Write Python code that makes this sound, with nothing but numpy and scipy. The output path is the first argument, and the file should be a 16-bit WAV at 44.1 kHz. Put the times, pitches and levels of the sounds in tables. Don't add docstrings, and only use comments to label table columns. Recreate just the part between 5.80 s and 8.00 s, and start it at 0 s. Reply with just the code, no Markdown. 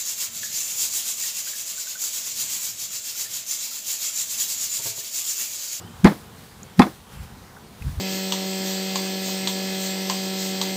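import sys
import numpy as np
from scipy import signal
from scipy.fft import rfft, irfft
from scipy.io import wavfile
from scipy.ndimage import uniform_filter1d

SR = 44100
rng = np.random.default_rng(int(sys.argv[2]) if len(sys.argv) > 2 else 0)


def master_out(mix):
    frames = np.transpose(np.atleast_2d(mix))
    ceiling = np.clip(frames, -1, 1)
    pcm = np.round(ceiling * 32767).astype(np.int16)
    wavfile.write(sys.argv[1], SR, pcm)


N = 97020
TIME = np.arange(N) / SR

# start_s, thump_hz, boom_db, crack_db, clatter_db, leaves_db
KNOCKS = [(0.2464, 238.5, -1.5, -12.5, -12, -36), (0.9955, 237.7, 0.5, -10, -17, -37.5)]
# pitch_hz, level_db (per Hz)
CLATTER_COLOUR = [(30, -8), (130, -45), (300, -2), (560, -5), (1050, -3.5), (1450, -11), (2200, -11),
                  (2900, -27.5), (4400, -26.5), (6000, -36), (15500, -50)]


def amp(db):
    return 10 ** (np.asarray(db) / 20)


def unit(x):
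    return x / np.sqrt(np.mean(x ** 2) + 1e-20)


def gains(points, hz):
    point_hz, point_db = np.transpose(points)
    return amp(np.interp(np.log(hz + 1), np.log(point_hz + 1), point_db))


def noise(points, grain_db=0):
    grain = amp(grain_db * np.minimum(rng.exponential(1, N), 5))
    white = rng.standard_normal(N) * grain
    colour = gains(points, np.fft.rfftfreq(N, 1 / SR))
    return unit(irfft(rfft(white) * colour, N))


def burst(start_s, rise_s, t60_s):
    t = np.maximum(TIME - start_s, 0)
    rise = np.minimum(t / rise_s, 1)
    return rise * amp(-60 * np.maximum(t - rise_s, 0) / t60_s)


def swells(rows):
    power = 0
    for peak_s, level_db, width_s in rows:
        bell = np.exp(-((TIME - peak_s) / width_s) ** 2 / 2)
        power = power + (amp(level_db) * bell) ** 2
    return np.sqrt(power)


def band(x, low_hz, top_hz):
    edges_hz = [low_hz, min(top_hz, .49 * SR)]
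    return signal.sosfilt(signal.butter(2, edges_hz, "band", fs=SR, output="sos"), x)


def air():
    # pitch_hz, level_db (per Hz)
    air_colour = [(15, -40), (25, -22), (54, -3), (196, 0.5), (286, -10), (462, -9), (637, -15), (790, -10),
                  (1150, -13.5), (1580, -15.5), (2630, -22), (3090, -20.5), (5570, -24), (6900, -25),
                  (15000, -29.5)]
    # time_s, level_db
    air_level = [(0, 2), (.3, -1), (.6, 0), (.9, 0.5), (1.24, -2.5), (1.36, 2), (1.55, 0), (1.75, -1),
                 (1.95, -1), (2.2, -3.5)]
    level_db, patch_db = -44.5, 1.5
    spectrum = signal.stft(noise(air_colour), nperseg=1024, noverlap=768)[2]
    patches = rng.standard_normal(spectrum.shape)
    for axis in (0, 1):
        patches = uniform_filter1d(patches, size=20, axis=axis)
    patchy = spectrum * amp(patch_db * unit(patches))
    steady = unit(signal.istft(patchy, nperseg=1024, noverlap=768)[1][:N])
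    ride = amp(np.interp(TIME, *np.transpose(air_level)))
    return amp(level_db) * steady * ride


def bird(bend=0.83):
    start_s, length_s, level_db = .002, .1, -52
    from_hz, to_hz = 2720, 3330
    blur_db, blur_rise_s, blur_t60_s = 1, 0.017, 0.41
    progress = np.clip((TIME - start_s) / length_s, 0, 1)
    hz = from_hz + (to_hz - from_hz) * progress ** bend
    tone = np.sin(2 * np.pi * np.cumsum(hz) / SR)
    chirp = amp(level_db) * np.sin(np.pi * progress) ** 2 * tone
    trees = rng.standard_normal(N) * burst(0, blur_rise_s, blur_t60_s)
    blurred = signal.fftconvolve(chirp, trees / np.linalg.norm(trees))[:N]
    return chirp + amp(blur_db) * blurred


def wind():
    # pitch_hz, level_db (per Hz)
    wind_colour = [(20, -30), (45, -4.5), (65, 1.5), (100, -3), (150, -5.5), (250, -22.5), (400, -43),
                   (1500, -42), (15500, -94)]
    # peak_s, level_db, width_s (one sigma)
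    puffs = [(0.185, -43, 0.033), (1.2, -50.5, 0.056), (1.362, -38.5, 0.017), (1.43, -36.5, 0.03),
             (1.58, -49, 0.1), (2.022, -34, 0.0076), (2.076, -22, 0.02), (2.125, -35, 0.02),
             (2.19, -23.5, 0.014)]
    return noise(wind_colour) * swells(puffs)


def leaves():
    # pitch_hz, level_db (per Hz)
    leaf_colour = [(100, -2), (1000, 13), (2300, 8.5), (4200, 9.5), (7000, 5), (11000, 4), (15500, 5)]
    # peak_s, level_db, width_s (one sigma)
    rustles = [(0.21, -50.5, 0.053), (0.63, -50, 0.073), (0.985, -44, 0.011), (1.34, -48.5, 0.024),
               (1.435, -48.5, 0.019), (2.1, -46.5, 0.091)]
    rise_s, t60_s = .004, 0.7
    shiver = sum(amp(leaves_db) * burst(start_s, rise_s, t60_s) for start_s, *_, leaves_db in KNOCKS)
    return noise(leaf_colour, grain_db=2.5) * np.hypot(shiver, swells(rustles))


def boom(start_s, thump_hz, place):
    # pitch_hz, t60_s, first_knock_db, second_knock_db
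    box_modes = [(95, .06, -11, -38), (180, 0.081, 1, -6), (203.1, 0.14, 1, -7.5), (245.7, 0.072, -1, -1),
                 (324, 0.047, -32.5, -5.5), (354.5, 0.062, -2, -9.5), (488, 0.1, -11, -16),
                 (740.5, 0.15, -17.5, -15.5), (813.4, 0.041, -32, -5), (1044, 0.12, -24, -14.5),
                 (1245, 0.11, -17.5, -22), (1620, 0.076, -20, -28), (1731, 0.07, -15, -34),
                 (1872, 0.067, -19, -22.5)]
    rise_s, contact_cycles = 0.0021, 0.59
    low_db, low_hz, low_fade_s, low_lead_s = -2.5, 173, 0.0041, .001
    thump_db, thump_delay_s, thump_width_s = -2.5, 0.0068, 0.0024
    t = TIME - start_s
    low_envelope = np.exp(-abs(t + low_lead_s) / low_fade_s)
    low_swell = amp(low_db) * low_envelope * np.sin(2 * np.pi * low_hz * t)
    flex = swells([(start_s + thump_delay_s, thump_db, thump_width_s)])
    out = low_swell + flex * np.sin(2 * np.pi * thump_hz * t)
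    for hz, t60_s, *levels_db in box_modes:
        ring = burst(start_s, rise_s + contact_cycles / hz, t60_s)
        out += amp(levels_db[place]) * ring * np.sin(2 * np.pi * hz * t)
    return out


def knocks():
    # pitch_hz, level_db (per Hz)
    tick_colour = [(100, -15), (1500, -13), (3400, 4), (5000, -4.5), (6500, -1.5), (10000, -9),
                   (15500, -22)]
    # pitch_hz, level_db (per Hz)
    crack_colour = [(100, -25), (500, 3.5), (1200, 2.5), (2100, 10), (3000, -28), (4700, 1), (6000, -14.5),
                    (10000, -21), (15500, -34)]
    tick_db, tick_lead_s, tick_rise_s, tick_t60_s = -19, 0.00203, 0.00037, 0.018
    crack_lead_s, crack_rise_s, crack_t60_s = 0.00096, .0012, 0.024
    clatter_rise_s, clatter_t60_s = 0.0083, 0.13
    tick, crack = noise(tick_colour), noise(crack_colour)
    clatter = noise(CLATTER_COLOUR, grain_db=2)
    out = np.zeros(N)
    for place, (start_s, thump_hz, boom_db, crack_db, clatter_db, _) in enumerate(KNOCKS):
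        out += amp(tick_db) * tick * burst(start_s - tick_lead_s, tick_rise_s, tick_t60_s)
        out += amp(crack_db) * crack * burst(start_s - crack_lead_s, crack_rise_s, crack_t60_s)
        out += amp(boom_db) * boom(start_s, thump_hz, place)
        out += amp(clatter_db) * clatter * burst(start_s, clatter_rise_s, clatter_t60_s)
    return out


def rebounds(rise_s=0.00047):
    # start_s, clatter_db, bark_snap_db, branch_ring_db
    landings = [(0.2623, -18.5, -24.5, -44), (0.2704, -16, -21.5, -34), (1.0176, -21, -16.5, -23),
                (1.0227, -24.5, -43, -41)]
    # pitch_hz, level_db (per Hz)
    snap_colour = [(200, -5), (1200, 13.5), (2400, 0), (2900, -6), (3480, 1), (3750, -1.5), (4500, -5),
                   (5500, -11.5), (9000, -17.5), (15500, -43)]
    # pitch_hz, t60_s, level_db
    branch_modes = [(2620, 0.052, 1), (3490, 0.056, 2.5), (4080, 0.05, -7), (4523, 0.024, -13)]
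    clatter_t60_s, snap_t60_s = 0.054, 0.075
    clatter = noise(CLATTER_COLOUR, grain_db=-1)
    snap = noise(snap_colour, grain_db=2)
    out = np.zeros(N)
    for start_s, clatter_db, snap_db, ring_db in landings:
        out += amp(clatter_db) * clatter * burst(start_s, rise_s, clatter_t60_s)
        out += amp(snap_db) * snap * burst(start_s, rise_s, snap_t60_s)
        for hz, t60_s, mode_db in branch_modes:
            tone = np.sin(2 * np.pi * hz * (TIME - start_s))
            out += amp(ring_db + mode_db) * burst(start_s, rise_s, t60_s) * tone
    return out


def yard():
    # pitch_hz, level_db (per Hz)
    echo_colour = [(100, -18), (300, 11), (600, -4), (1300, -3), (2000, -10), (2800, -33), (15500, -45)]
    # pitch_hz, level_db (per Hz)
    scatter_colour = [(30, -30), (110, -1.5), (200, 8), (450, -3.5), (1100, -16), (2200, -26), (5000, -31),
                      (15500, -60)]
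    echo_delay_s, echo_db, echo_rise_s, echo_t60_s = 0.0685, -26.5, 0.0059, 0.082
    scatter_db, scatter_rise_s, scatter_t60_s = -26, 0.058, 0.21
    starts_s = [start_s for start_s, *_ in KNOCKS]
    echo = noise(echo_colour) * sum(burst(s + echo_delay_s, echo_rise_s, echo_t60_s) for s in starts_s)
    scatter = noise(scatter_colour) * sum(burst(s, scatter_rise_s, scatter_t60_s) for s in starts_s)
    return amp(echo_db) * echo + amp(scatter_db) * scatter


def twigs(rise_s=0.00099, spread=0.085, dry_db=-9):
    # start_s, level_db, pitch_hz, t60_s
    twig_ticks = [(0.831, -35, 6820, 0.013), (1.764, -43, 1565, 0.082), (2.0218, -34, 2350, 0.018)]
    white = rng.standard_normal(N)
    out = np.zeros(N)
    for start_s, level_db, hz, t60_s in twig_ticks:
        resonance = unit(band(white, hz * (1 - spread), hz * (1 + spread)))
        grit = amp(dry_db) * white
        out += amp(level_db) * (resonance + grit) * burst(start_s, rise_s, t60_s)
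    return out


def scene():
    background = air() + bird() + wind()
    blows = leaves() + knocks() + rebounds() + yard()
    return (background + blows + twigs())[None]


def record(dry):
    drive_db, edge_hz = -0.5, 15600
    clipped = np.clip(dry * amp(drive_db), -1, 1)
    low_pass = signal.firwin(511, edge_hz, window=("kaiser", 9), fs=SR)
    return signal.oaconvolve(clipped, low_pass[None], "same")


dry = scene()
out = record(dry)
master_out(out)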